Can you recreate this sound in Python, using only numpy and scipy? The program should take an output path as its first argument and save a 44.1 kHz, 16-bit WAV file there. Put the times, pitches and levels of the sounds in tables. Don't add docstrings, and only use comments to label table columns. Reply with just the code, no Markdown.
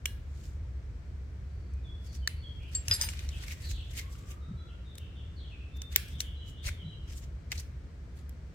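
import sys
import numpy as np
from scipy import signal
from scipy.fft import rfft, irfft, next_fast_len
from scipy.io import wavfile

SR = 44100
rng = np.random.default_rng(int(sys.argv[2]) if len(sys.argv) > 2 else 0)


def wav_record(signal):
    frames = np.transpose(np.atleast_2d(signal))
    bounded = np.clip(frames, -1, 1)
    quanta = np.round(bounded * 32767).astype(np.int16)
    wavfile.write(sys.argv[1], SR, quanta)


N = 376613
TIME = np.arange(N) / SR

# start_s, level_db, large_part_hz, small_part_hz, contact_ms
SNAP_HITS = [(0.0564, -35.5, 2230, 3050, .055), (0.057, -38.5, 3200, 7900, .04),
             (1.737, -73, 5970, 8500, .07), (2.2745, -33, 1810, 4420, .1),
             (2.2745, -47.5, 8100, 14400, .02), (2.882, -37, 2800, 5660, .075),
             (2.9114, -32, 2720, 3480, .19), (3.0125, -34.5, 5320, 6140, .085),
             (3.0198, -39, 5040, 9000, .06), (3.0875, -40, 2320, 2800, .12), (3.1918, -47, 2450, 3700, .15),
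             (3.2898, -51, 4060, 5700, .1), (3.435, -54.5, 1920, 2120, .2), (3.5099, -53, 2180, 2340, 0.29),
             (4.152, -60, 1430, 2800, .2), (4.954, -60, 3760, 7590, .05), (4.978, -64, 3660, 11000, 0.033),
             (4.982, -52, 3740, 9060, .04), (5.818, -48.5, 3710, 5800, .06),
             (5.96, -29.5, 1964, 3700, .042), (5.96, -27.5, 14000, 14900, .02),
             (6.2041, -37, 4100, 5740, 0.066), (6.688, -46, 1530, 2210, .2),
             (7.518, -39.5, 1900, 4700, .07), (7.5242, -44, 2140, 2500, .18),
             (7.579, -52.5, 4340, 5400, .1), (8.2934, -61, 11300, 13000, .019)]
# pitch_hz, level_db, t60_s
STEEL_MODES = [(1895, -3, .13), (2950, -9, .14), (3605, -9, .14), (4070, -8, .1), (4500, -4, .1),
               (4968, 1, .135), (6190, -5, .1), (7520, 0, .12), (8530, -10, .12), (8830, -5, .15),
               (11090, -4, .17), (11360, -10, .13), (12690, -13, .09), (13340, -14, .1), (14540, -5, .13)]


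def from_db(db):
    return 10 ** (np.asarray(db) / 20)


def rms_one(x):
    return x / np.sqrt(np.mean(x ** 2) + 1e-20)


def at_hz(points, hz):
    freqs, values = np.transpose(points)
    return np.interp(np.log(hz), np.log(freqs), values)


def add(out, s, sound):
    i = max(0, round(s * SR))
    out[..., i:i + sound.shape[-1]] += sound[..., :N - i]


def drift(rate, size=N):
    knots = rng.standard_normal(int(size / SR * rate) + 2)
    return np.interp(np.arange(size) / SR * rate, np.arange(len(knots)), knots)


def band(x, low, high):
    sos = signal.butter(2, [low, min(high, SR / 2.1)], "band", fs=SR, output="sos")
    return signal.sosfilt(sos, x + 1e-18)


def bands(low, high, count):
    edges = np.geomspace(low, high, count + 1)
    return zip(edges, np.sqrt(edges[:-1] * edges[1:]), edges[1:])


def resonate(x, hz, width, stages=1):
    r = np.exp(-np.pi * width / SR)
    for _ in range(stages):
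        x = signal.lfilter([1 - r, 0, r - 1], [1, -2 * r * np.cos(2 * np.pi * hz / SR), r * r], x + 1e-18)
    return x


def stereo(three, alike, lag_s=.000085):
    size = next_fast_len(three.shape[1] + 64)
    delay = np.exp(-2j * np.pi * np.fft.rfftfreq(size, 1 / SR) * lag_s)
    later = irfft(rfft(three[0], size) * delay, size)[:three.shape[1]]
    return np.sqrt(alike) * np.stack([three[0], later]) + np.sqrt(1 - alike) * three[1:]


def room_noise(spectrum, low_hz, high_hz, count):
    # frequency_hz, correlation
    likeness = [(60, 0.98), (125, 0.97), (250, 0.88), (500, 0.51), (1000, 0), (4000, 0.082)]
    out, white = 0, rng.standard_normal((2, 2, N))
    for k, (low, hz, high) in enumerate(bands(low_hz, high_hz, count)):
        mid, side = band(white[k % 2], low, high)
        alike = at_hz(likeness, hz)
        spread = np.sqrt(1 + alike) * mid + np.sqrt(1 - alike) * side * [[1], [-1]]
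        out = out + from_db(at_hz(spectrum, hz)) * spread
    return rms_one(out)


def room_tone(drone_hz=67.8, drone_db=-5, rumble_db=-2, air_db=-53.5):
    # frequency_hz, density_db
    rumble_colour = [(20, -32), (32, -32.5), (45, -6.5), (58, -6), (70, -1.5), (85, -11), (110, -14.5)]
    # frequency_hz, density_db
    air_colour = [(100, -6), (170, -15.5), (250, -21.5), (450, -25.5), (800, -35.5), (1200, -35),
                  (1850, -34.5), (2600, -42.5), (4000, -44.5), (7000, -48.5), (9300, -67), (12000, -53.5),
                  (16000, -75.5)]
    # time_s, level_db
    rumble_ride = [(0, -39), (2.2, -39), (3.7, -37.5), (4.3, -43), (6.7, -40), (8.54, -44)]
    drone = rms_one(resonate(rng.standard_normal(N), drone_hz, width=18, stages=2))
    rumble = from_db(rumble_db) * room_noise(rumble_colour, 19.24, 120.8, count=8)
    air = from_db(air_db) * room_noise(air_colour, 106.9, 15600, count=16) * from_db([[1], [-1]])
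    fader = from_db(np.interp(TIME, *np.transpose(rumble_ride)))
    return fader * (rumble + from_db(drone_db) * drone) + air


def snap_db(db, contact_ms, hz, rise_db_per_octave=.2, rolloff=6.5):
    dulling_db = 10 * np.log10(1 + (hz * contact_ms / 1000) ** rolloff)
    return db + rise_db_per_octave * np.log2(hz / 4000) - dulling_db


def snaps(crack_t60_s=.0052, rebound_s=.0017, rebound_db=-5.5, chatter_t60_s=.07, chatter_db=-25):
    # pitch_hz, width_hz, level_db
    holder_modes = [(400, 77, -21.5), (1290, 700, -20), (1860, 850, -7.5), (2100, 290, -16),
                    (3240, 750, -6.5), (4170, 1000, -4), (5500, 1600, -1), (7100, 350, -5), (8100, 430, -8),
                    (11600, 1500, -12), (13780, 540, -11), (14500, 810, -6.5)]
    out, t = np.zeros((2, N)), np.arange(SR // 8) / SR
    low_cut = signal.butter(1, 3000, "high", fs=SR, output="sos")
    rebound = (t > rebound_s) * from_db(rebound_db - 60 * np.abs(t - rebound_s) / crack_t60_s)
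    blow = from_db(-60 * t / crack_t60_s) + rebound
    for s, db, *part_pitches, contact_ms in SNAP_HITS:
        noise = stereo(rng.standard_normal((3, len(t))), alike=.6)
        crack = noise * blow
        chatter = signal.sosfilt(low_cut, noise) * from_db(chatter_db - 60 * t / chatter_t60_s)
        parts = [(crack, hz, hz / 5.4, 1) for hz in part_pitches]
        holder = [(crack + chatter, *row) for row in holder_modes]
        for force, hz, width, mode_db in parts + holder:
            ring = resonate(force, hz, width * 1.12, stages=2)
            ring *= np.sqrt(.0085 * SR / np.sum(ring ** 2, axis=1, keepdims=True))
            add(out, s, ring * from_db(mode_db - .1 + snap_db(db, contact_ms, hz)))
    return out


def snap_spray(t60_s=.06):
    out, t = np.zeros(N), np.arange(SR // 16) / SR
    for s, db, _, _, contact_ms in SNAP_HITS:
        for low, hz, high in bands(1500, 23000, count=4):
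            crack = band(rng.standard_normal(len(t)) * from_db(-60 * t / t60_s), low, high)
            crack *= np.sqrt(.0063 * SR / np.sum(crack ** 2))
            add(out, s, from_db(snap_db(db, contact_ms, hz)) * crack)
    return out


def workshop_reverb(x, stretch=1, rise_s=.00031):
    # frequency_hz, t60_s
    decay = [(300, 0.098), (2000, 0.58), (6000, 0.23), (15000, 0.34)]
    tail, t = 0, np.arange(SR * 3 // 4) / SR
    white = rng.standard_normal((2, 2, len(t)))
    for k, (low, hz, high) in enumerate(bands(220, 17150, count=9)):
        tail = tail + band(white[k % 2], low, high) * from_db(-60 * t / (stretch * at_hz(decay, hz)))
    tail *= 1 - np.exp(-t / rise_s)
    tail /= np.sqrt(np.sum(tail ** 2) / 2)
    return signal.fftconvolve(np.atleast_2d(x), tail, axes=1)[:, :N]


def rod_ring(hz, t60, rise_s=.00011, detune=.0021, twin_db=-19, twin_lasts=1.6):
    t = np.arange(SR // 2) / SR
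    phase = rng.uniform(0, 2 * np.pi) + np.array([[0], [rng.normal(1.44, .17)]])
    twin_hz = hz * (1 + detune * rng.normal())
    main = np.sin(2 * np.pi * hz * t - phase) * from_db(-60 * t / t60)
    twin = np.cos(2 * np.pi * twin_hz * t - phase) * from_db(twin_db - 60 * t / (twin_lasts * t60))
    return (main + twin) * (1 - np.exp(-t / rise_s))


def spring_ping():
    # start_s, pitch_hz, level_db, t60_s
    tones = [(.0575, 2895, -46, .2), (.0575, 3235, -47, .11)]
    out = np.zeros((2, N))
    for s, hz, db, t60 in tones:
        add(out, s, from_db(db) * rod_ring(hz, t60))
    return out


def glove_rubs(slips_per_s=700, grain_db=-3, flutter_db=2, patchy_db=2.5, rise_share=.62, edge_db=-13,
               ring_db=2, friction_db=-4, soft_hz=13500):
    # peak_s, length_s, level_db, tilt_db_per_octave, ring_hz
    strokes = [(0.455, 0.21, -70, 1.5, 6840), (2.068, 0.071, -67.5, 2.5, 5300),
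               (2.156, 0.064, -64, 3, 5750), (2.754, 0.058, -59, -2, 7460), (2.881, 0.038, -61.5, 0, 4340),
               (2.926, 0.053, -49, -3, 1420), (3.043, 0.16, -54, -2.5, 910),
               (3.156, 0.6, -62.5, -3.5, 3010), (3.427, 0.13, -61, -2.5, 2930),
               (3.483, 0.053, -57.5, 0, 2160), (3.52, 0.054, -53, 0, 2150), (3.612, 1, -71, -0.5, 7140),
               (3.655, 0.078, -58.5, 2, 1920), (3.714, 0.042, -54.5, 2, 6650),
               (3.916, 0.029, -63.5, 0.5, 6800), (3.979, 0.025, -47.5, 4.5, 6800),
               (3.994, 0.083, -53, 1.5, 2080), (4.13, 0.044, -62.5, 7, 7300),
               (4.192, 0.13, -68.5, 0.5, 7040), (4.284, 0.066, -71, -2, 7150),
               (4.314, 0.065, -60.5, 0.5, 4500), (5.771, 0.021, -64, 6, 8000),
               (5.929, 0.027, -60, -0.5, 6900), (5.964, 0.04, -54, -3, 2040), (6.104, 0.19, -65, 4, 7600),
               (6.215, 0.025, -53, 6, 6040), (6.496, 0.071, -68, 2, 6900), (6.655, 0.026, -49.5, 0, 4180),
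               (6.672, 0.022, -46.5, 2, 9100), (6.682, 0.039, -47, 0.5, 2150),
               (7.126, 0.07, -62.5, -2, 5500), (7.178, 0.054, -59, 8.5, 6970),
               (7.238, 0.053, -69.5, -0.5, 6500), (7.528, 0.023, -53, -2.5, 2180),
               (7.56, 0.041, -61, 1, 2200), (7.599, 0.044, -55.5, 2.5, 5500),
               (8.191, 0.067, -71.5, 0.5, 5000)]
    # frequency_hz, level_db
    colour = [(500, -7), (900, -15), (1300, -6.5), (2000, 0), (3000, 3.5), (4500, 3), (7000, 6.5),
              (10000, -2), (12500, 8.5), (15000, -3.5)]
    sizes = from_db(-.5 * np.minimum(rng.exponential(1, N), 4))
    slips = (rng.random(N) < slips_per_s / SR) * sizes * rng.standard_normal((3, N))
    force = rms_one(from_db(grain_db) * rms_one(slips) + rng.standard_normal((3, N)))
    force = stereo(force, alike=.042) * from_db(flutter_db * drift(120))
    out, swells = np.zeros((2, N)), []
    for s, length, db, tilt, ring_hz in strokes:
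        rise, fall = rise_share * length, (1 - rise_share) * length
        span = (TIME > s - 2 * rise) & (TIME < s + 2 * fall)
        t = TIME[span] - s
        swell = from_db(db + edge_db * np.abs(np.where(t < 0, t / rise, t / fall)) ** 1.16)
        swells.append((s + t[0], swell, tilt))
        ring = resonate(force[:, span], ring_hz, width=ring_hz / 5, stages=2)
        add(out, s + t[0], from_db(ring_db) * swell * rms_one(ring))
    for low, hz, high in bands(478, 15600, count=13):
        power = np.zeros(N)
        octaves = np.log2(np.clip(hz, 1800, 7500) / 6500)
        for start, swell, tilt in swells:
            add(power, start, (swell * from_db(tilt * octaves)) ** 2)
        gain = from_db(friction_db + at_hz(colour, hz) + patchy_db * drift(80))
        gain /= np.hypot(1, (hz / soft_hz) ** 2)
        force = -force
        out += rms_one(band(force, low, high)) * np.sqrt(power) * gain
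    return out


def bird_note(hz, db):
    tone = np.sqrt(2) * np.sin(2 * np.pi * np.cumsum(hz) / SR)
    return from_db(db) * tone * signal.windows.tukey(len(hz), .7)


def bird(hook_s=.0158, waver_hz=25, wavers_per_s=200, trills_per_s=75):
    # start_s, length_s, pitch_hz, hook_hz, level_db
    whistles = [(1.66, 0.19, 2490, 60, -75), (1.829, 0.097, 3360, 610, -56.5),
                (2.211, 0.072, 2995, 293, -55), (2.417, 0.091, 3250, 440, -50.5),
                (4.564, 0.06, 3960, 60, -62), (4.569, 0.061, 3390, 60, -65), (5.6, 0.047, 2660, 40.2, -59),
                (5.713, .22, 3578, 40, -54.5), (6.356, 0.052, 3940, 150, -58.5),
                (6.71, 0.052, 3540, 60, -61), (6.827, 0.084, 3950, 39.8, -58.5)]
    # start_s, length_s, first_hz, last_hz, warble_hz, level_db
    slurs = [(1.4, 0.4, 4500, 4550, 100, -80), (2.04, 0.14, 4620, 4420, 200, -62.5),
             (2.346, 0.11, 4480, 4330, 130, -61.5), (2.571, 0.15, 2520, 2990, 232, -57.5),
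             (3.296, 0.08, 3450, 2730, 300, -52), (3.609, 0.11, 4600, 3720, 350, -50),
             (3.719, 0.13, 3680, 2940, 350, -52.5), (4.406, 0.066, 3800, 3700, 90, -64.5),
             (4.668, 0.076, 3380, 2810, 300, -61), (4.837, 0.11, 3750, 3540, 110, -60),
             (4.98, 0.096, 3000, 2720, 223, -58.5), (5.139, 0.1, 3650, 2790, 320, -58.5),
             (5.355, 0.066, 4550, 3750, 170, -56.5), (5.383, 0.1, 3550, 2940, 150, -57),
             (5.486, 0.09, 2980, 2276, 110, -56), (5.99, 0.12, 3150, 2940, 304, -60),
             (6.088, 0.19, 3540, 3150, 298, -56), (6.215, 0.11, 2800, 3400, 198, -54),
             (6.391, 0.0644, 3403, 2845, 110, -53.5), (6.463, 0.047, 3050, 2820, 40.2, -54),
             (6.542, 0.14, 3260, 3480, 251, -56), (6.776, 0.074, 3270, 2954, 130, -53.5),
             (6.886, 0.07, 3300, 2894, 130, -55)]
    out, waver = np.zeros(N), drift(wavers_per_s)
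    trill_rate = trills_per_s * (1 + .2 * drift(30))
    trill = np.sin(2 * np.pi * np.cumsum(trill_rate) / SR) + .5 * waver
    for s, length, hz, hook_hz, db in whistles:
        span = (TIME >= s) & (TIME < s + length)
        hook = hook_hz * np.exp((s - TIME[span]) / hook_s)
        add(out, s, bird_note(hz + hook + waver_hz * waver[span], db))
    for s, length, first_hz, last_hz, warble_hz, db in slurs:
        span = (TIME >= s) & (TIME < s + length)
        glide = np.geomspace(first_hz, last_hz, span.sum())
        add(out, s, bird_note(glide + warble_hz * trill[span], db))
    return out


def tool_clinks(focus_octaves=.064, second_db=-12, others_db=-26, dull_db_per_octave=-15):
    # start_s, level_db, favoured_hz, second_hz
    knocks = [(2.7505, -22.5, 7520, 4500), (2.8825, -36, 11360, 6190), (2.9124, -18.5, 4970, 1895),
              (2.9126, -25.5, 1895, 8830), (2.913, -39, 14540, 11360), (2.936, -28, 11090, 4070),
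              (2.937, -32, 4500, 8530), (2.938, -32, 7520, 11360), (2.939, -32, 8530, 14540),
              (2.945, -34, 11360, 6190), (3.013, -30, 4970, 7520), (3.0135, -27.5, 8830, 6190),
              (3.0205, -33, 14540, 7520), (3.021, -35, 2950, 8830), (3.027, -34, 6190, 7520),
              (3.043, -35.5, 14540, 11090), (3.044, -35, 8830, 4970), (3.0875, -42, 7520, 11090)]
    out = np.zeros((2, N))
    for s, db, favoured_hz, second_hz in knocks:
        for hz, mode_db, t60 in STEEL_MODES:
            octaves = np.log2(hz / np.array([favoured_hz, second_hz]))
            favoured, second = np.exp(-(octaves / focus_octaves) ** 2)
            others = from_db(others_db + dull_db_per_octave * max(octaves[0], 0) + rng.normal(0, 5.6))
            share = favoured + from_db(second_db) * second + others
            add(out, s, from_db(db + mode_db) * share * rod_ring(hz, t60))
    return out


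def bench_bumps(half_s=.065, uneven=.24):
    # centre_s, level_db, pitch_hz
    pushes = [(2.917, -30, 84.5), (3.089, -34, 72), (3.649, -33, 58.3), (3.72, -28.5, 62.4),
              (4.53, -34.5, 153.4), (6.16, -43.5, 149.2), (6.692, -29, 66.4), (6.87, -38.5, 153.2),
              (7.578, -35, 71.3)]
    out, t = np.zeros(N), np.arange(-half_s, half_s, 1 / SR)
    for s, db, hz in pushes:
        phase = 2 * np.pi * np.cumsum(hz * (1 + uneven * drift(hz, len(t)))) / SR
        swell = np.cos(np.pi / 2 * t / half_s) ** 2 * (1 + uneven * drift(hz, len(t)))
        add(out, s - half_s, from_db(db) * np.sin(phase) * swell)
    return out


def shaft_drag(catches_per_s=450, grip_db_per_s=1500, tools_db=-1):
    # peak_s, level_db, fade_db_per_s
    slides = [(2.94, -32.5, 598), (3.021, -35, 600), (3.044, -54, 351), (3.089, -50, 250)]
    catches = (rng.random(N) < catches_per_s / SR) * stereo(rng.standard_normal((3, N)), alike=.55)
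    ring = sum(from_db(db) * resonate(catches, hz, width=70) for hz, db, _ in STEEL_MODES)
    for k, (low, _, high) in enumerate(bands(3600, 8900, count=14)):
        ring += (-1) ** k * from_db(tools_db) * resonate(catches, rng.uniform(low, high), width=110)
    swells_db = [db - np.maximum(grip_db_per_s * (s - TIME), fade * (TIME - s)) for s, db, fade in slides]
    pressure_db = np.maximum(np.max(swells_db, axis=0), -200)
    return from_db(pressure_db) * rms_one(ring)


def blade_grates(ticks_per_s=900, uneven_db=2.5, fade_db=-4, bite_s=.004):
    # start_s, length_s, level_db
    passes = [(3.703, .022, -53), (3.96, .04, -53), (6.654, 0.0408, -48), (7.572, 0.03, -48)]
    # pitch_hz, width_hz, level_db
    coil_modes = [(4310, 690, 1), (5270, 750, -4), (6200, 600, 0), (7350, 700, -16)]
    out = np.zeros((2, N))
    for s, length, db in passes:
        ticks = np.cumsum(rng.uniform(.3, 1.7, 96) / ticks_per_s)
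        ticks, ring = ticks[ticks < length], 0
        pressure = from_db(fade_db * ticks / length) * (1 - np.exp(-ticks / bite_s))
        for hz, width, mode_db in coil_modes:
            signs = rng.choice([-1, 1], (3, len(ticks)))
            sizes = pressure * from_db(rng.normal(0, uneven_db, len(ticks)))
            force = np.zeros((3, SR // 8))
            force[:, (ticks * SR).astype(int)] = signs * sizes
            ring = ring + from_db(mode_db) * resonate(stereo(force, alike=.42), hz, width, stages=2)
        add(out, s, from_db(db) * ring * np.sqrt(2 * length * SR / np.sum(ring ** 2)))
    return out


def far_whine(start_s=3.97, length_s=.88, first_hz=1060, last_hz=1420, width_hz=150, level_db=-65):
    out, size = np.zeros((2, N)), int(length_s * SR)
    sweep = np.exp(2j * np.pi * np.cumsum(np.linspace(first_hz, last_hz, size)) / SR)
    wobbles = [drift(width_hz, size) + 1j * drift(width_hz, size) for side in range(2)]
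    tone = np.stack([rms_one((sweep * wobble).real) for wobble in wobbles])
    add(out, start_s, from_db(level_db) * tone * signal.windows.tukey(size, .25))
    return out


def scene(lean_db=.74, snap_send_db=-15, steel_send_db=-15, rub_send_db=-12,
          bird_wet_db=-1.5, bird_dry_db=-5):
    steel = tool_clinks() + shaft_drag() + spring_ping()
    friction = glove_rubs() + blade_grates()
    song = bird()
    send = from_db(snap_send_db) * snap_spray() + from_db(steel_send_db) * steel
    reflected = workshop_reverb(send + from_db(rub_send_db) * friction)
    near = (snaps() + steel + friction) * from_db([[lean_db], [-lean_db]])
    far_bird = from_db(bird_wet_db) * workshop_reverb(song, stretch=2.1) + from_db(bird_dry_db) * song
    return near + reflected + far_bird + far_whine() + bench_bumps() + room_tone()


def record(dry, cutoff_hz=16000):
    return signal.sosfilt(signal.ellip(10, .1, 80, cutoff_hz, fs=SR, output="sos"), dry)


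dry = scene()
out = record(dry)
wav_record(out)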